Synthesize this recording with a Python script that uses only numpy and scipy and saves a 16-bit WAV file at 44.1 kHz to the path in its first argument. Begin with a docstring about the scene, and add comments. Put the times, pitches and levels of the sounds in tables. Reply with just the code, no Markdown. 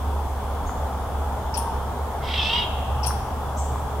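"""Young owl in a wood

A young owl gives one harsh screech: a hoarse, jittery whistle inside a rasping hiss.
Small birds chip and buzz, three soft plips fall, two faint hoots sound far off, and the wood echoes.
Behind it all lie the wash of a far road, a low drone and a higher hum that swells late."""
import sys
import numpy as np
from scipy import signal
from scipy.fft import rfft, irfft
from scipy.io import wavfile
from scipy.ndimage import uniform_filter1d

SR = 44100
rng = np.random.default_rng(int(sys.argv[2]) if len(sys.argv) > 2 else 0)


def master_out(mix):
    """Clip the mix to full scale and print it as 16-bit PCM to the path in sys.argv[1]."""
    frames = np.transpose(np.atleast_2d(mix))
    ceiling = np.clip(frames, -1, 1)
    pcm = np.round(ceiling * 32767).astype(np.int16)
    wavfile.write(sys.argv[1], SR, pcm)


N = 176400
T = np.arange(N) / SR


def amp(db):
    """Decibels to gain."""
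    return 10 ** (np.asarray(db) / 20)


def unit(x):
    """Scale to rms 1."""
    return x / np.sqrt(np.mean(x ** 2) + 1e-20)


def at_hz(table, hz):
    """Interpolate a table on a log-frequency axis."""
    f, value = np.transpose(table)
    return np.interp(np.log(hz + 1), np.log(f + 1), value)


def curves(table):
    """Interpolate each column after the first (seconds) at every sample."""
    times, *columns = np.transpose(table)
    return [np.interp(T, times, column) for column in columns]


def add(mix, start_s, sound):
    """Mix a sound in at start_s."""
    part = mix[round(start_s * SR):][:len(sound)]
    part += sound[:len(part)]


def colour(x, table, share=1):
    """Filter by rows of (Hz, dB), the dB scaled by share."""
    hz = np.fft.rfftfreq(len(x), 1 / SR)
    return irfft(rfft(x) * amp(share * at_hz(table, hz)), len(x))


def wander(rate_hz):
    """Smooth noise of rms 1, low-passed at rate_hz."""
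    hz = np.fft.rfftfreq(N, 1 / SR)
    return unit(irfft(rfft(rng.standard_normal(N)) / np.sqrt(1 + (hz / rate_hz) ** 6), N))


def phase(hz):
    """Running phase of a pitch curve."""
    return 2 * np.pi * np.cumsum(hz) / SR


def resonance(hz, width_hz):
    """Narrow-band noise around a steady or moving centre."""
    turn = phase(hz * np.ones(N))
    return unit(wander(width_hz / 2) * np.cos(turn) + wander(width_hz / 2) * np.sin(turn))


# Owl's effort. Each row: time in seconds, level in dB, treble emphasis, low-rasp emphasis.
OWL_EFFORT = [(2.212,-48,-9,2),(2.25,-38.5,-2,-1),(2.32,-28.5,-8,-4),(2.35,-24.5,-10.5,-7),(2.405,-25,-13,-17.5),(2.44,-27,-4,-11.5),(2.487,-28.5,-3,-9.5),(2.5,-22,-13,-18),(2.56,-25,-11,-7.5),(2.62,-27,-9,-9),(2.656,-34,-14,-8)]
# Owl's stereo balance. Each row: frequency in Hz, left minus right in dB.
OWL_BALANCE = [(1000,2),(2100,-12.5),(2700,1),(3400,-1),(4200,-8),(5000,0),(6000,10),(7500,-4)]


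def owl():
    """A small squeak opens the screech; rasp, whistle and throat ring share one fluttering effort."""
    attack_s, release_s, flutter_db = .01, .033, 1.5
    times, level_db, treble, low = np.transpose(OWL_EFFORT)
    hiss = amp(-5.5) * owl_rasp(times, treble, low)
    tones = owl_whistle() + throat_ring()
    fade_at_s = times[-1] - .0053
    gate = np.clip((T - times[0]) / attack_s, 0, 1) * np.clip(1 - (T - fade_at_s) / release_s, 0, 1)
    effort = gate * amp(np.interp(T, times, level_db) + flutter_db * wander(70))
    call = effort * (hiss + tones)
    window = np.hanning(round(.026 * SR))
    squeak = amp(-43) * window * resonance(2100, width_hz=64)[:len(window)]
    add(call, start_s=2.209, sound=squeak)
    breathy = effort * (hiss + tones * wander(168))  # tones blur in the far echo
    direct = np.array([colour(call, OWL_BALANCE, share) for share in (.5, -.5)])
    return direct + amp(-11) * echo(breathy) + amp(-5) * echo(call, t60_s=.16)


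# Rasp spectrum. Each row: frequency in Hz, relative level in dB.
RASP_SPECTRUM = [(1500,-30.5),(2100,-7),(2450,-10),(2800,-3.5),(3350,0.5),(3850,-5.5),(4350,-16.5),(4800,-12.5),(5400,-15),(6100,-27.5),(6700,-45),(7800,-25.5),(9000,-50)]


def owl_rasp(times, treble, low):
    """Grainy hiss whose treble and low bands rise and fall through the call."""
    grain = amp(-wander(450))
    hiss = unit(colour(rng.standard_normal(N) * grain, RASP_SPECTRUM))
    for band_hz, emphasis in (([4300, 9000], treble), ([1500, 2450], low)):
        band = signal.sosfiltfilt(signal.butter(3, band_hz, "band", fs=SR, output="sos"), hiss)
        boost_db = .88 * np.minimum(emphasis - np.median(emphasis), 8)
        hiss = hiss + band * (amp(np.interp(T, times, boost_db)) - 1)
    return hiss


# Owl's voice. Each row: time in seconds, pitch in Hz, relative level in dB.
OWL_VOICE = [(2.25,899,-26),(2.35,925,-16),(2.39,889.4,-5),(2.429,858.7,-3),(2.48,886.6,-2),(2.505,903.4,-3.5),(2.55,944.6,-0.5),(2.588,970,-1),(2.628,932,0),(2.66,954,-12)]
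# Throat filter. Each row: frequency in Hz, relative gain in dB.
THROAT_RESPONSE = [(900,-2),(1750,-16),(1950,-28),(2600,-1.5),(2870,-0.5),(3450,1.5),(3700,-9),(3900,-23),(4800,-17),(5200,-9.5),(5500,-27),(5820,-29),(6050,-22),(6500,-43)]


def owl_whistle():
    """Seven jittery harmonics shaped by the throat, with a hoarse band around the fourth."""
    jitter, flicker_db, full_voice_s = .015, 1.3, 2.52
    pitch_hz, level_db = curves(OWL_VOICE)
    turn = phase(pitch_hz * (1 + jitter * wander(254)))
    fundamental_db = -12 * np.clip((full_voice_s - T) / .026, 0, 1)  # weak until the voice is full
    overtones = sum(amp(flicker_db * wander(28)) * np.sin(k * turn) for k in range(2, 8))
    whistle = unit(colour(amp(fundamental_db) * np.sin(turn) + overtones, THROAT_RESPONSE))
    hoarse = resonance(4 * pitch_hz, width_hz=170)
    return amp(level_db) * (amp(-2) * whistle + amp(-12) * hoarse)


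# Throat resonance. Each row: time in seconds, centre in Hz, relative level in dB.
THROAT_RING = [(2.33,3233,-11.5),(2.462,3190,-12),(2.549,3200,-5),(2.62,3247,-7.5)]


def throat_ring():
    """Noise ringing in one narrow, drifting throat resonance."""
    centre_hz, level_db = curves(THROAT_RING)
    return amp(level_db) * resonance(centre_hz, width_hz=64)


# Bird chips. Each row: start in seconds, base level in dB, note length, rattle delay and
# rattle length in seconds, closing note's relative level in dB.
BIRD_CHIPS = [(1.5402,-30.5,.020,.0312,.012,-2),(3.0315,-29.5,.022,.031,.014,5)]
# Filter on chips thrown into the trees. Each row: frequency in Hz, gain in dB.
CHIP_ECHO_EQ = [(5500,2),(8600,3),(9700,2),(11500,6)]


def bird_chips():
    """A small bird on the left: a note, a high rattle, then a tiny rising closing note."""
    closing_s, right_lag_s, scatter_rad = .0087, .00013, 1.1
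    t = np.arange(0, closing_s, 1 / SR)
    closing = np.hanning(len(t)) * np.sin(phase(5800 * (.93 + .091 * t / closing_s)))
    out = np.zeros(N)
    for start_s, level_db, note_s, delay_s, rattle_s, closing_db in BIRD_CHIPS:
        add(out, start_s, amp(level_db) * chip_note(note_s))
        out += amp(level_db + 3.5) * chip_rattle(start_s + delay_s, rattle_s)
        add(out, start_s + delay_s + rattle_s, amp(level_db + closing_db) * closing)
    direct = np.array([out, np.interp(T - right_lag_s, T, out)])
    thrown = colour(out * np.cos(scatter_rad * wander(540)), CHIP_ECHO_EQ)  # reflections flutter
    reflections = amp(-6) * echo(thrown) + amp(-4) * echo(thrown, t60_s=.17)
    return direct * amp([[3.5], [-9.5]]) + reflections * amp([[2], [-2]])


# Chip's first note. Each row: fraction of its length, pitch in Hz, relative level in dB.
NOTE_CONTOUR = [(0,2330,-6),(.1,2810,-2),(.22,2900,-3.5),(.4,2630,1),(.75,2490,-6.5),(.87,2050,-12),(1,1320,-1)]
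# Its harmonic levels in dB, fundamental first.
NOTE_HARMONICS_DB = [-9,2.5,-17,-14]


def chip_note(length_s):
    """A rough note that flicks up and plunges."""
    fraction, pitch_hz, level_db = np.transpose(NOTE_CONTOUR)
    progress = np.arange(0, length_s, 1 / SR) / length_s
    turn = phase(np.interp(progress, fraction, pitch_hz))
    note = sum(amp(db) * np.sin(k * turn) for k, db in enumerate(NOTE_HARMONICS_DB, 1))
    rough_db = 2 * wander(420)[:len(note)]
    return amp(np.interp(progress, fraction, level_db) + rough_db) * note


# Rattle spectrum. Each row: frequency in Hz, relative level in dB.
RATTLE_SPECTRUM = [(1500,-52),(2800,-8),(4000,-21),(5500,-10),(7400,-20),(8500,-6.5),(9600,4.5),(10800,-6),(12000,-16),(13000,-18),(15000,-19),(16000,-29)]


def chip_rattle(start_s, length_s):
    """A swelling train of clicks, each a fast-decaying puff of noise."""
    clicks_per_s, swell_db, decay_s = 700, 5, .00028
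    clicks = np.zeros(N)
    for at_s in np.arange(0, length_s, 1 / clicks_per_s):
        swell = np.sin(np.pi * (at_s / length_s) ** 2) ** .5
        add(clicks, start_s + at_s, amp([swell_db * swell]))
    puffs = signal.lfilter([1], [1, -np.exp(-1 / (decay_s * SR))], clicks) * rng.standard_normal(N)
    return unit(colour(puffs, RATTLE_SPECTRUM)) * np.sqrt(length_s * SR / N)


# Buzzy calls. Each row: start and length in seconds, base level in dB, centre and swing in Hz.
BIRD_BUZZES = [(0.66,0.026,-49,6830,650),(3.566,0.041,-43.5,7220,1500)]
# Buzz filter. Each row: frequency in Hz, gain in dB.
BUZZ_EQ = [(6600,-3),(7600,3.5),(8500,2.5),(8950,-22)]


def bird_buzzes():
    """A farther bird slides up into a rapid, uneven trill."""
    trill_hz, unevenness = 300, .25
    out = np.zeros(N)
    for start_s, length_s, level_db, centre_hz, swing_hz in BIRD_BUZZES:
        t = np.arange(0, length_s, 1 / SR)
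        rate_hz = trill_hz * (1 + unevenness * wander(128)[:len(t)])
        trill = signal.sawtooth(phase(rate_hz), .5) * np.minimum(t / .0124, 1)
        pitch_hz = centre_hz + swing_hz * (trill - np.exp(-t / .009))
        add(out, start_s, amp(level_db) * signal.windows.tukey(len(t), .25) * np.sin(phase(pitch_hz)))
    out = colour(out, BUZZ_EQ)
    return (out + amp(8) * echo(out, t60_s=.75)) * amp([[4], [0]])


# Plips. Each row: start in seconds, level in dB, first and last pitch in Hz, length in seconds.
SOFT_PLIPS = [(0.694,-20.5,1520,950,0.002),(3.1066,-21,1750,850,0.0043),(3.758,-18.5,1150,750,0.0029)]


def plips():
    """Soft plips like falling drops: a few cycles diving in pitch."""
    out = np.zeros(N)
    for start_s, level_db, high_hz, low_hz, length_s in SOFT_PLIPS:
        progress = np.arange(0, length_s, 1 / SR) / length_s
        tone = np.sin(phase(high_hz * (low_hz / high_hz) ** progress))
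        add(out, start_s, amp(level_db) * np.sin(np.pi * progress) ** .5 * tone)
    return out * amp([[1.2], [-1.2]]) + amp(-6) * echo(out)


# Hoots. Each row: start and length in seconds, level in dB, peak pitch in Hz, fractional sag at the ends.
FAR_HOOTS = [(1.48,0.31,-32,925.5,0.13),(2.88,0.302,-35,837,0.0406)]


def far_hoots():
    """Faint tones that arch in pitch, blurred by echo."""
    out = np.zeros(N)
    for start_s, length_s, level_db, peak_hz, sag in FAR_HOOTS:
        arch = np.sin(np.pi * np.arange(0, length_s, 1 / SR) / length_s)
        tone = np.sin(phase(peak_hz * (1 - sag + sag * arch)))
        add(out, start_s, amp(level_db) * arch ** .5 * tone)
    return out + amp(-6) * echo(out)


# Echo of the wood. Each row: frequency in Hz, time to fall 60 dB in seconds.
WOOD_T60 = [(500,2),(3000,1.54),(5500,0.71),(10000,0.49),(16000,0.28)]


def echo(x, t60_s=None):
    """Scattered stereo reflections; each band decays as in the wood unless t60_s is given."""
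    rise_s = .0036
    hz, t, noise = signal.stft(rng.standard_normal((2, SR)), SR, nperseg=256)
    if t60_s is None:
        t60_s = at_hz(WOOD_T60, hz)[:, None]
    tail = signal.istft(noise * amp(-60 * t / t60_s), SR, nperseg=256)[1]
    tail *= np.minimum(np.arange(tail.shape[1]) / SR / rise_s, 1)
    return signal.fftconvolve(x[None], tail / np.linalg.norm(tail[0]), axes=1)[:, :N]


# Road and air spectrum. Each row: frequency in Hz, relative density in dB.
ROAD_SPECTRUM = [(20,-28),(40,4),(80,-7.5),(95,0),(115,-1),(150,-9),(250,-7),(320,-15.5),(420,-6.5),(560,-9.5),(820,-2.5),(1000,-6.5),(1300,-13),(1500,-18),(2000,-27.5),(2600,-32),(3150,-28),(3450,-26),(3750,-33),(4300,-35),(10000,-35),(16000,-37.5)]
# Stereo likeness. Each row: frequency in Hz, left-right correlation.
ROAD_COHERENCE = [(50,0.94),(150,0.98),(400,0.83),(900,0.93),(1600,0.52),(3000,0.057),(5000,0.018)]
# Stereo balance. 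Each row: frequency in Hz, left minus right in dB.
ROAD_BALANCE = [(100,-1.5),(250,-2),(700,3),(1300,0.8),(2300,-2.5),(5000,0)]


def far_road():
    """Road noise and air with drifting patches; below 2 kHz it grows a little at first."""
    level_db, patch_db, rise_db, rise_s, right_lag_s = -30, .98, 1.2, 1.3, .00008
    frames, hz = N // 512 + 5, np.fft.rfftfreq(2048, 1 / SR)[:, None]
    a, b, c, d, patches = rng.standard_normal((frames, len(hz), 5)).T
    patches = unit(uniform_filter1d(uniform_filter1d(patches, size=16, axis=0), size=10, axis=1))
    coherence = at_hz(ROAD_COHERENCE, hz)
    left = a + 1j * b
    right = coherence * left + np.sqrt(1 - coherence ** 2) * (c + 1j * d)
    right *= np.exp(-2j * np.pi * hz * right_lag_s / (1 + (hz / 600) ** 2))  # only the lows lag
    side_db = np.array([.5, -.5])[:, None, None] * at_hz(ROAD_BALANCE, hz)
    swell_db = rise_db * (np.minimum(np.linspace(0, T[-1], frames) / rise_s, 1) - 1) * (hz < 2000)
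    gain = amp(at_hz(ROAD_SPECTRUM, hz) + patch_db * patches + side_db + swell_db)
    wash = signal.istft(np.array([left, right]) * gain, nperseg=2048, noverlap=1536)[1]
    return amp(level_db) * unit(wash[:, :N])


# Drone envelope. Each row: time in seconds, base level in dB.
DRONE_ENVELOPE = [(0.0, -30.5), (0.18, -26), (0.31, -30), (1.76, -28), (1.8, -32.5), (2.57, -29),
                  (2.6, -38.5), (2.77, -28), (3.2, -27), (3.27, -37), (3.33, -29.5), (4.0, -29.5)]


def drone():
    """A wavering low tone in a band of rumble, as of a distant engine."""
    pitch_hz, drift, throb_db = 70.7, .016, 1.1
    level_db, = curves(DRONE_ENVELOPE)
    tone = np.sin(phase(pitch_hz * (1 + drift * wander(7.1))))
    throbbing = amp(.5) * unit(tone * amp(throb_db * wander(5)))
    rumble = amp(-9) * resonance(pitch_hz, width_hz=29)
    return amp(level_db) * (throbbing + rumble) * amp([[-.6], [.6]])


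# Hum envelope. Each row: time in seconds, level in dB.
HUM_ENVELOPE = [(0,-66),(2.55,-53),(2.8,-38.5),(3.15,-36.5),(3.45,-44),(4,-38)]


def hum():
    """A rougher, higher hum that swells in the second half."""
    level_db, = curves(HUM_ENVELOPE)
    return amp(level_db) * resonance(123.9, width_hz=18)


def scene():
    """Stereo mix of everything under the trees."""
    return owl() + bird_chips() + bird_buzzes() + plips() + far_hoots() + far_road() + drone() + hum()


def record(dry):
    """Steep low-pass band limit."""
    lowpass = signal.firwin(511, cutoff=15850, window=("kaiser", 9), fs=SR)
    return signal.oaconvolve(dry, lowpass[None], "same")


dry = scene()
out = record(dry)
master_out(out)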